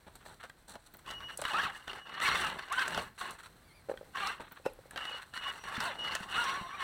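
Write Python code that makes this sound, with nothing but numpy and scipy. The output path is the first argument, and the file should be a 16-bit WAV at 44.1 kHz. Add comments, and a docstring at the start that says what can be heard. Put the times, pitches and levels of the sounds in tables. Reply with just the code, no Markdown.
"""A backyard log pile under dry leaves, the microphone close to a small electric radio-controlled truck.
Quiet air and faint scrapes first: tyres shift on bark, twigs snap and the plastic chassis clacks, all as short blows.
From about one second, spurts of throttle rattle the gears, made of tiny ticks ringing in a plastic shell.
The crawling motor sings near one pitch under a thin whistle; then wood knocks, gears whine and tyres land.
Last to join is the shaky whirr of the steering servo; the spurts go on to the end, with a short echo off fence and logs."""
import sys
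import numpy as np
from scipy import signal
from scipy.fft import rfft, irfft
from scipy.io import wavfile
from scipy.ndimage import uniform_filter1d

SR = 44100
rng = np.random.default_rng(int(sys.argv[2]) if len(sys.argv) > 2 else 0)


def dump(signal):
    """Clip the signal to [-1, 1] and save it as 16-bit WAV at the path in sys.argv[1]."""
    limited = np.clip(np.atleast_2d(signal).T, -1, 1)
    pcm = np.round(limited * 32767).astype(np.int16)
    wavfile.write(sys.argv[1], SR, pcm)


N = 301203
TIME = np.arange(N) / SR
PUFF = SR // 4  # samples in a struck sound


def undb(db):
    """Decibels to gain."""
    return 10 ** (np.asarray(db) / 20)


def unit(x):
    """Scale to rms 1."""
    return x / np.sqrt(np.mean(x ** 2))


def curves(rows):
    """The columns of a table as control signals, straight lines between its times."""
    s, *columns = np.transpose(rows)
    return [np.interp(TIME, s, c) for c in columns]


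def gate(rows, fade_s=0.0056):
    """One while a table lasts, with short fades."""
    to_nearest_end = np.minimum(TIME - rows[0][0], rows[-1][0] - TIME)
    return np.clip(to_nearest_end / fade_s + .5, 0, 1)


def walk(rate):
    """Smooth random wandering of rms 1 with rate random knots a second."""
    knots = rng.standard_normal(8192)
    path = np.interp(TIME * rate, np.arange(len(knots)), knots)
    return unit(uniform_filter1d(path, max(int(SR / rate / 2), 1)))


def flutter(rate, depth_db):
    """A bounded swaying of level; rms 1."""
    return unit(undb(depth_db * np.tanh(walk(rate))))


def colour(x, points, size=4096):
    """Ring x through a causal body with the given (f/Hz, level/dB) response; rms 1."""
    hz, db = np.transpose(points)
    f = np.maximum(np.arange(size // 2 + 1) * SR / size, 1)
    octaves_outside = np.maximum(np.log2(hz[0] / f), 0) + np.maximum(np.log2(f / hz[-1]), 0)
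    response_db = np.interp(np.log(f), np.log(hz), db) - 20 * np.minimum(octaves_outside, 2)
    # folding the cepstrum forward in time gives minimum phase
    cepstrum = irfft(np.log(undb(response_db)))
    cepstrum[1:size // 2] *= 2
    cepstrum[size // 2 + 1:] = 0
    body = irfft(np.exp(rfft(cepstrum)))
    return unit(signal.fftconvolve(x, body)[:N])


def band(x, hz, width_hz):
    """One resonance, its centre kept below the top of the band."""
    return signal.lfilter(*signal.iirpeak(min(hz, SR / 2 - 2000), hz / width_hz, fs=SR), x)


def grains(rate, spread_db):
    """Random tiny impacts, about rate a second, of scattered size and either sign; rms 1."""
    size = undb(spread_db * np.clip(rng.standard_normal(N), -2, 2)) * rng.choice([-1, 1], N)
    return unit(size * (rng.random(N) < rate / SR))


def fade(t60):
    """A quarter second of exponential decay, falling 60 dB in t60 seconds."""
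    return np.exp(-np.log(1000) * TIME[:PUFF] / t60)


def ring(modes, scatter):
    """A struck body: decaying sines, their pitches scattered as if by the place of contact."""
    t = TIME[:PUFF]
    out = np.zeros(PUFF)
    for hz, db, t60 in modes:
        struck_hz = hz * (1 + scatter * rng.standard_normal())
        out += undb(db) * fade(t60) * np.sin(2 * np.pi * struck_hz * t)
    return out


def burst(t60):
    """A dying puff of noise."""
    return fade(t60) * rng.standard_normal(PUFF)


def push(x, contact_s):
    """Spread a blow over its contact time."""
    t = TIME[:SR // 50]
    return signal.fftconvolve(x, t * np.exp(-t / contact_s))[:len(x)]


def add(out, s, x, db):
    """Mix a sound in at time s with the given peak level."""
    i = max(int(s * SR), 0)
    out[i:i + len(x)] += (undb(db) * x / np.abs(x).max())[:N - i]


def spell(s, length, db, rise_s, fall_s, change_db=0):
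    """Level in dB that has risen 60 dB by time s, holds or drifts for its length, and falls 60 dB away."""
    end = s + abs(length)
    times = [s - rise_s, s, end, end + fall_s]
    levels = [db - 60, db, db + change_db, db + change_db - 60]
    return np.interp(TIME, times, levels, left=-140, right=-140)


def held(rows, rise_s=0.077, fall_s=0.036):
    """Gain of a tone that sounds in spells of (t/s, length/s, level/dB)."""
    return undb(np.max([spell(s, length, db, rise_s, fall_s) for s, length, db in rows], axis=0))


# tone of the outdoor air: f/Hz, relative level/dB
AIR_COLOUR = [(15, -47), (25, 1), (130, -3.5), (200, -8.5), (416, -12.5), (489, -13), (531, -13),
              (754, -14.5), (2160, -20.5), (2410, -24), (4870, -29), (7000, -34.5), (9070, -33.5),
              (14000, -30.5), (16000, -34)]


def yard(level_db=-61.5, sway_db=-2.5):
    """Quiet outdoor air: coloured noise whose level slowly sways."""
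    return colour(rng.standard_normal(N), AIR_COLOUR) * undb(level_db + sway_db * walk(4.95))


# loose parts and leaves never quite settle; least levels before the bumps and the tyre trims:
# scrape level/dB, tyre rumble level/dB, leaf crunch level/dB
UNSETTLED = (-71.5, -79, -70.5)
# unpowered, the truck shifts and scrapes on the bark; levels as above:
# t/s at full level, length/s, scrape level/dB, tyre rumble level/dB, leaf crunch level/dB
SHIFTS = [(0.068, 0.016, -58.5, -50.5, -66), (0.155, 0.0054, -56, -55.5, -59),
          (0.206, 0.021, -62.5, -71, -72), (0.253, 0.092, -61, -60, -62), (0.402, 0.011, -50, -62, -63),
          (0.43, 0.025, -49.5, -60, -61), (0.683, 0.04, -56, -52.5, -54), (0.737, 0.022, -57, -46.5, -56),
          (0.864, 0.0097, -61, -75, -58), (0.939, 0.01, -59, -54, -60.5), (0.99, 0.0055, -60, -66, -58),
          (1.388, 0.016, -49.5, -47.5, -51), (3.388, 0.019, -51, -67, -55.5),
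          (3.433, 0.031, -51, -77, -56.5), (3.893, 0.023, -63, -53, -57), (4.4, 0.024, -49, -45, -55),
          (4.435, 0.046, -53, -61, -68), (4.514, 0.012, -51, -55, -63), (4.563, 0.011, -51, -73, -74),
          (4.656, 0.0042, -49, -39.5, -51), (4.917, 0.029, -56.5, -54, -63),
          (5.219, 0.012, -47.5, -70, -59)]
# short spurts of driving; levels before the bumps and later trims: t/s at full level, length/s,
# rattle level/dB, its change by the end/dB, tyre rumble level/dB, leaf crunch level/dB
DRIVES = [(1.065, 0.074, -46, -0.5, -55, -62), (1.209, 0.017, -42.5, -4, -58, -63),
          (1.288, 0.057, -40, -10.5, -60, -63.5), (1.439, 0.067, -39, -0.5, -65, -53),
          (1.535, 0.12, -37, 1.5, -46.5, -55), (1.729, 0.092, -48, -2, -74, -61.5),
          (1.878, .11, -41.5, -7, -57, -63), (2.058, 0.12, -53, 9.5, -57, -79),
          (2.216, 0.083, -36, 5, -46.5, -47), (2.304, 0.17, -29.5, -7, -42.5, -48.5),
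          (2.469, 0.1, -36.5, -11, -49, -59), (2.589, 0.11, -41.5, -2.5, -60.5, -64),
          (2.722, 0.1, -37, 0, -53, -51), (2.853, 0.14, -39.5, 2, -44, -55.5),
          (3.003, 0.035, -43, -3, -55.5, -56), (3.188, .01, -46, 1.5, -67, -51),
          (3.216, 0.1, -44.5, -3.5, -51.5, -56), (4.152, .02, -44, 7.5, -58, -60),
          (4.179, 0.12, -37, 0, -51.5, -51), (4.965, 0.21, -42.5, 0, -58.5, -63),
          (5.342, 0.033, -43, 2, -67, -56.5), (5.413, 0.092, -43.5, 3.5, -58, -63),
          (5.524, 0.065, -46.5, 3.5, -57, -55.5), (5.638, 0.13, -42.5, 7, -52.5, -58.5),
          (5.807, 0.069, -37, 0.5, -44.5, -47.5), (5.9, 0.051, -38.5, -6, -51, -66.5),
          (5.989, 0.17, -42.5, 4.5, -50, -63.5), (6.2, 0.16, -44.5, 5.5, -53.5, -58),
          (6.316, 0.044, -43, 8.5, -57.5, -53.5), (6.356, 0.17, -37, -2, -48, -51.5),
          (6.546, 0.087, -38, -6.5, -50.5, -56.5), (6.64, 0.15, -47.5, -1, -58.5, -66),
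          (6.797, 0.029, -40.5, 1.5, -62, -56)]
# a spurt snatches at once and then runs out; each time spans 60 dB
SPURT_RISE_S, SPURT_FALL_S = 0.04, 0.27
SHIFT_RISE_S, SHIFT_FALL_S = 0.021, 0.068


def motion(bump_db=1.5, bumps_per_s=22):
    """Levels in dB of rattle, scrape, rumble and crunch; the bumpy ground shakes them together."""
    rattle_db = np.max([spell(s, length, db, SPURT_RISE_S, SPURT_FALL_S, change_db)
                        for s, length, db, change_db, _, _ in DRIVES], axis=0)
    scrape_db = np.max([spell(s, length, db, SHIFT_RISE_S, SHIFT_FALL_S)
                        for s, length, db, _, _ in SHIFTS], axis=0)
    rest_db, rumble_db, crunch_db = UNSETTLED
    spurts = DRIVES, SPURT_RISE_S, SPURT_FALL_S
    shifts = SHIFTS, SHIFT_RISE_S, SHIFT_FALL_S
    for rows, rise_s, fall_s in (spurts, shifts):
        for s, length, *_, rumble, crunch in rows:
            rumble_db = np.maximum(rumble_db, spell(s, length, rumble, rise_s, fall_s))
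            crunch_db = np.maximum(crunch_db, spell(s, length, crunch, rise_s, fall_s))
    levels = np.array([rattle_db, np.maximum(scrape_db, rest_db), rumble_db, crunch_db])
    return levels + bump_db * walk(bumps_per_s)


# tone of rubber scraping on bark: f/Hz, relative level/dB
BARK_COLOUR = [(240, -27), (400, -17), (581, -10.5), (1530, 4.5), (2300, -8), (4170, -8.5), (5030, -49),
               (5650, -22), (6500, -35), (8450, -35), (14300, -120)]


def scrape(db):
    """Rubber catches and slips on rough bark: a dry, grainy rasp."""
    return colour(grains(rate=2000, spread_db=3.0), BARK_COLOUR) * undb(db)


# tone of the tread on logs: f/Hz, relative level/dB
TREAD_COLOUR = [(50, 1), (110, -5), (190, 1), (280, -3.5), (400, -1), (520, -2), (700, -1), (900, 4),
                (1200, -12)]
# tone of crushed dry leaves: f/Hz, relative level/dB
LEAF_COLOUR = [(3000, -8), (4200, 10), (5100, -12), (5800, 1), (6700, -6.5), (8300, 7), (9500, -4.5),
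               (11000, -0.5), (12200, -22.5), (13000, -6), (14000, -10), (15000, -7), (16500, -15)]


def tyres(rumble_db, crunch_db, trim_db=-2):
    """Tread lugs patter on the logs and crush dry leaves, each a stream of coloured grains."""
    lugs = colour(grains(rate=600, spread_db=4), TREAD_COLOUR)
    crushing = grains(rate=1800, spread_db=2.5) * flutter(rate=51, depth_db=3.5)
    leaves = colour(crushing, LEAF_COLOUR)
    return lugs * undb(rumble_db + trim_db) + leaves * undb(crunch_db + trim_db)


# twigs and grit snapping: t/s, peak level before trim/dB, nominal centre f/Hz
TWIGS = [(0.155, -44, 8400), (0.4956, -51.5, 8400), (0.695, -43, 8300), (0.9388, -44, 14900),
         (0.9697, -41.5, 14620), (1.11, -35.5, 4130), (1.374, -28.5, 8500), (1.4162, -27, 8500),
         (2.7248, -32.5, 7760), (2.794, -29, 3800), (2.8809, -32, 7580), (2.947, -31, 3600),
         (3.308, -38, 8420), (4.2721, -30, 4400), (4.521, -41, 15200), (4.7346, -47, 11060),
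         (4.909, -42, 9400), (5.8043, -25.5, 4433), (6.151, -27.5, 6550), (6.4414, -32, 5760)]


def snaps(trim_db=1, splinter_share=0.59):
    """Dry twigs and grit crack: a sharp puff of noise with a brief trail of splinters."""
    out = np.zeros(N)
    for s, db, hz in TWIGS:
        crack = burst(t60=0.0056) + splinter_share * burst(t60=0.029)
        add(out, s, band(band(crack, hz, width_hz=1800), hz, width_hz=16000), db + trim_db)
    return out


# modes of the plastic chassis: f/Hz before scatter, relative level/dB, t60/s
CHASSIS_MODES = [(830, 1.1, 0.12), (1063, 0.5, 0.082), (1430, 21, 0.052), (1608, 26.7, 0.022),
                 (1810, 24, 0.02), (2950, 24.7, 0.015), (3296, 11, 0.021), (3835, 12.5, 0.054)]
# chassis clacks and tyre blows: t/s, peak level before trim/dB, low thump relative to it before trim/dB
CHASSIS_BLOWS = [(0.261, -43.5, 7), (0.437, -40.5, 4), (0.498, -37, -21), (.738, -50, 3), (0.755, -39, 3.5),
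                 (1.062, -36.5, -20), (1.104, -29.5, -14), (1.205, -34, -26), (1.419, -26, -1.5),
                 (1.439, -28, -14), (1.452, -19, -22), (1.879, -28, -20), (1.932, -30.5, -15),
                 (2.202, -27.5, -18), (2.288, -19, -35), (2.346, -24, -4), (2.447, -22, -18),
                 (2.5, -25.5, -9), (2.907, -28, -12), (2.593, -26, -28), (2.878, -24, -12),
                 (2.946, -22.5, -23), (2.976, -21, -0.5), (3.179, -39, -23), (3.212, -28, -14),
                 (3.974, -35, -25), (4.157, -31, -24.5), (4.27, -30, -39), (4.406, -36.5, -1.5),
                 (4.66, -37, 9.5), (4.91, -34.5, -18), (4.96, -28, -4.5), (4.976, -25.5, -23),
                 (5.053, -28, -15), (5.118, -34, -22), (5.338, -30, -29), (5.376, -27.5, -29),
                 (5.639, -29, -35), (5.803, -25, -25), (6.152, -24.5, -5), (6.541, -28.5, -22)]


def clacks(trim_db=-3, thump_db=-3, crack_db=-9):
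    """The plastic chassis clacks, smeared by a puff of noise, and the tyre under it thumps on the log."""
    out = np.zeros(N)
    for s, db, low_db in CHASSIS_BLOWS:
        clack = signal.fftconvolve(ring(CHASSIS_MODES, scatter=0.066), burst(t60=0.013))
        add(out, s, clack, db + trim_db)
        add(out, s, band(burst(t60=0.012), hz=2070, width_hz=1400), db + crack_db)
        add(out, s, band(burst(t60=0.047), hz=616, width_hz=270), db + low_db + thump_db)
    return out


# tone of the gearbox: f/Hz, relative level/dB
GEARBOX_COLOUR = [(240, -23), (420, -13), (650, -16.5), (1100, 3.5), (1650, 3), (2050, -1), (2420, -8.5),
                  (2820, 1.5), (3280, -6.5), (3560, -4.5), (4300, -4.5), (5100, -75), (5750, -9),
                  (6600, -56), (8200, -31), (11700, -46)]
# resonances of the plastic gear housing and shell: f/Hz, width/Hz, relative level/dB
SHELL_MODES = [(900, 165, -3), (1112, 54, 4.5), (1332, 23, -5.5), (1528, 46, 3.5), (1684, 59, 1.5),
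               (1795, 57, -1.5), (2000, 58, -3), (2576, 100, -2), (2810, 99, 4), (3070, 56, -9),
               (3483, 94, -2.5), (4360, 114, -8.5)]


def rattle(db, shell_db=-5.5, tick_db=-4.5, hard_db=-33, dulling=0.42):
    """Loose teeth and drive joints tick into the gearbox; the shell's resonances take turns."""
    ticks = grains(rate=3500, spread_db=3) * flutter(rate=140, depth_db=4)
    # each tick touches elsewhere, so every resonance flutters on its own
    shell = sum(undb(mode_db) * band(ticks, hz, width) * flutter(rate=70, depth_db=26)
                for hz, width, mode_db in SHELL_MODES)
    body = unit(shell) * undb(shell_db) + colour(ticks, GEARBOX_COLOUR) * undb(tick_db)
    # gentle ticks have a longer contact and lose their treble
    dull = signal.sosfiltfilt(signal.butter(2, 2300, fs=SR, output="sos"), body)
    brightness = undb(dulling * np.clip(db - hard_db, -20, 5))
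    return (dull + brightness * (body - dull)) * undb(db)


# spells of crawling: t/s at full level, length/s, motor note nominal level/dB
CRAWL_SPELLS = [(1.088, 0.012, -49.5), (1.14, 0.053, -49.5), (1.232, 0.046, -49), (1.295, 0.051, -52.5),
                (1.88, 0.12, -60), (1.99, 0.29, -58), (3.225, 0.09, -55.5), (5.02, .02, -42.5),
                (5.08, 0.015, -44), (5.12, 0.059, -47), (5.345, 0.057, -50), (5.435, 0.07, -42.5),
                (5.65, 0.25, -59), (5.995, 0.14, -42.5), (6.32, 0.088, -44)]


def motor(note_hz=2908, jitter=0.0041, turning_hz=140, lower_db=-10, upper_db=-16):
    """At a crawl the windings are pulsed near one pitch; the stumbling rotor adds tones just below and above."""
    phase = 2 * np.pi * np.cumsum(note_hz * (1 + jitter * walk(400))) / SR
    stumble = 0.27 * walk(30) + 0.31 * walk(300)
    rotor = 2 * np.pi * np.cumsum(turning_hz * (1 + stumble)) / SR
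    sides = undb(lower_db) * np.sin(phase - rotor) + undb(upper_db) * np.sin(phase + rotor)
    # the note is pure while the rotor is held and partly gives way to the side tones when it lurches on
    lurch = .5 + .5 * np.tanh(2 * walk(35))
    return 2 * held(CRAWL_SPELLS) * (np.sin(phase) * (1 - 0.5 * lurch) + sides * lurch)


# spells of part throttle: t/s at full level, length/s, whistle level before trim/dB
WHISTLE_SPELLS = [(1.14, 0.22, -69.5), (1.92, 0.32, -78), (5.6, 0.069, -62), (6.01, 0.097, -64),
                  (6.385, 0.18, -56.5), (6.6, 0.22, -66)]


def whistle(hz=5760, jitter=0.0098, trim_db=-2):
    """A thin, unsteady electrical whistle about an octave above the motor note."""
    drive = held(WHISTLE_SPELLS) * undb(trim_db)
    tone = np.sin(2 * np.pi * np.cumsum(hz * (1 + jitter * walk(500))) / SR)
    return np.sqrt(2) * drive * tone * flutter(rate=75, depth_db=-0.5)


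# modes of the wood: f/Hz before scatter, relative level/dB, t60/s
WOOD_MODES = [(553, 2, 0.022), (524, -21.5, 0.045), (808, -1, 0.022), (1390, -31, 0.017)]
# hollow knocks of wood: t/s, peak level of the boxy part/dB
WOOD_KNOCKS = [(1.391, -33.5), (3.887, -33.5), (3.896, -23), (3.914, -25.5), (3.939, -34), (4.011, -37),
               (4.029, -44), (4.598, -48), (4.663, -19.5), (4.789, -42.5), (4.856, -47), (5.111, -43),
               (5.144, -42)]


def knocks(crack_db=-15):
    """Hollow wood under a soft tyre: the cushioned blow swells one boxy resonance and a dull crack."""
    out = np.zeros(N)
    for s, db in WOOD_KNOCKS:
        wood = push(ring(WOOD_MODES, scatter=.02), contact_s=.0002)
        add(out, s, band(wood, hz=547, width_hz=280), db)
        crack = band(burst(t60=0.038), hz=1230, width_hz=500)
        add(out, s, band(crack, hz=1360, width_hz=1300), db + crack_db)
    return out


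# bursts of gear whine, one table each: t/s, mesh f before wobble/Hz, whine level before trim/dB
GEAR_REVS = [
    [(1.455, 1450, -51), (1.475, 1393, -40), (1.52, 779.5, -39), (1.535, 950, -45), (1.547, 1228, -28.5),
     (1.575, 1382, -35), (1.603, 1676, -30), (1.618, 1834, -42), (1.645, 1966, -42), (1.66, 1356, -32.5),
     (1.685, 813, -43), (1.715, 737, -56)],
    [(2.17, 1102, -49), (2.205, 1248, -39), (2.215, 1873, -35), (2.26, 2200, -32.5), (2.3, 1801, -38),
     (2.335, 2217, -36), (2.41, 1452, -46), (2.455, 1304, -35), (2.55, 941, -61)],
    [(2.7, 900, -54), (2.72, 1102, -30.5), (2.738, 1391, -36), (2.753, 1451, -38), (2.79, 1575, -27),
     (2.803, 1559, -34), (2.83, 1551, -37), (2.87, 1142, -44)],
    [(3.2, 1211, -61), (3.215, 1090, -37.5), (3.235, 1097, -45), (3.33, 1056, -55)],
    [(4.18, 1000, -48), (4.21, 1223, -43), (4.25, 1141, -34.5), (4.32, 1440, -47), (4.35, 1350, -47.5)],
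    [(5.8, 782, -48), (5.87, 1090, -38.5), (5.915, 814, -43), (5.94, 756, -58)],
    [(6.32, 851, -51), (6.385, 1410, -30), (6.42, 1468, -27.5), (6.435, 1380, -42), (6.465, 1065, -37.5),
     (6.5, 1086, -32), (6.535, 1085, -46.5), (6.58, 1146, -38.5), (6.61, 1021, -43.5), (6.71, 1097, -48.5),
     (6.75, 1186, -38.5), (6.78, 1133, -50.5), (6.83, 1057, -34.5)],
]


def gears(rattle_db, wobble=0.018, trim_db=-2.5, octave_db=-8, spur_db=-11, chatter_db=-4,
          smooth_db=-39, order=6, count=28):
    """The mesh tone glides with motor speed; uneven teeth repeat each shaft turn and chatter in the gearbox."""
    speed, whine_db = curves([row for rows in GEAR_REVS for row in rows])
    pulling = sum(gate(rows) for rows in GEAR_REVS)
    # the harder the drivetrain is shaken, the rougher the teeth run
    shaking = undb(np.clip(rattle_db - smooth_db, 0, 7))
    phase = 2 * np.pi * np.cumsum(speed * (1 + wobble * shaking * walk(500))) / SR
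    mesh = np.sin(phase) * flutter(rate=230, depth_db=4.5)
    # the octave flares as it crosses the housing's resonance
    octave = band(np.sin(2 * phase), hz=2800, width_hz=1100)
    octave = octave * flutter(rate=160, depth_db=7) * undb(octave_db)
    # a slower gear stage sings underneath
    spur = np.sin(2 / 3 * phase) * flutter(rate=90, depth_db=14.5) * undb(spur_db)
    whine = np.sqrt(2) * (mesh + octave + spur) * undb(whine_db + trim_db)
    # each multiple of the shaft rate swells and fades as the teeth take up their play
    chatter = sum(walk(60) * np.sin(k * phase / order + 2 * np.pi * rng.random())
                  for k in range(2, count))
    chatter = colour(chatter * pulling, GEARBOX_COLOUR) * np.sqrt(np.mean(pulling ** 2))
    return whine * pulling + chatter * undb(rattle_db + chatter_db)


# the soft tyres landing: t/s, peak level before trim/dB
TYRE_LANDINGS = [(1.649, -36.5), (2.972, -34), (5.779, -29), (6.05, -48), (6.207, -35.5), (6.612, -34)]


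def landings(trim_db=-3):
    """Soft rubber tyres drop onto the logs: two low modes, cushioned by the contact."""
    out = np.zeros(N)
    for s, db in TYRE_LANDINGS:
        # f/Hz, relative level/dB, t60/s
        tyre = ring([(131, -15.5, 0.11), (202.5, -1.5, 0.061)], scatter=0.066)
        add(out, s, push(tyre, contact_s=0.00049), db + trim_db)
    return out


# the servo's gear tones: multiple of the mesh f, relative level before load/dB
SERVO_TONES = [(1, -12), (1.5, -16), (2, -10), (4.35, -14)]
# steering moves, one table each: t/s, servo mesh f before wobble/Hz, level before tone balance/dB
STEERING_MOVES = [
    [(1.76, 2400, -63), (1.83, 2270, -69), (1.9, 2430, -67), (1.97, 2200, -72)],
    [(3.62, 1920, -64), (3.67, 2390, -59), (3.71, 2100, -53), (3.76, 2422, -54), (3.8, 2160, -54),
     (3.83, 2000, -70)],
    [(4.642, 2580, -45), (4.665, 2644, -39), (4.683, 2590, -34.5), (4.7, 2200, -58), (4.74, 1616, -55)],
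]


def servo(wobble=0.035, idle_db=-66, load_share=0.54):
    """The steering servo's tiny gears whirr shakily up and down."""
    out = 0
    for rows in STEERING_MOVES:
        hz, db = curves(rows)
        phase = 2 * np.pi * np.cumsum(hz * (1 + wobble * walk(460))) / SR
        # under load the mesh tone grows more than its overtones
        lag_db = load_share * np.maximum(db - idle_db, 0)
        tones = sum(undb(tone_db - lag_db * (i > 0)) * np.sin(k * phase)
                    for i, (k, tone_db) in enumerate(SERVO_TONES))
        out = out + undb(db) * gate(rows) * tones
    return out * flutter(rate=110, depth_db=4)


def fence(x, t60=0.22, wet_db=-15, delay_s=0.0073):
    """The fence and log pile scatter a short echo: decaying noise after a brief delay."""
    echo = band(burst(t60), hz=2040, width_hz=22000) * (TIME[:PUFF] > delay_s)
    return x + undb(wet_db) * signal.fftconvolve(x, echo / np.linalg.norm(echo))[:N]


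def scene():
    """The truck on the log pile, in mono; motor note, whistle and air stay without echo."""
    rattle_db, scrape_db, rumble_db, crunch_db = motion()
    ground = scrape(scrape_db) + tyres(rumble_db, crunch_db)
    blows = snaps() + clacks() + knocks() + landings()
    drivetrain = rattle(rattle_db) + gears(rattle_db) + servo()
    return (fence(ground + blows + drivetrain) + yard() + motor() + whistle())[None]


def record(dry):
    """The microphone's recorder cuts the top steeply above 16.2 kHz."""
    return signal.sosfilt(signal.ellip(10, .2, 70, 16200, fs=SR, output="sos"), dry)


dry = scene()
out = record(dry)
dump(out)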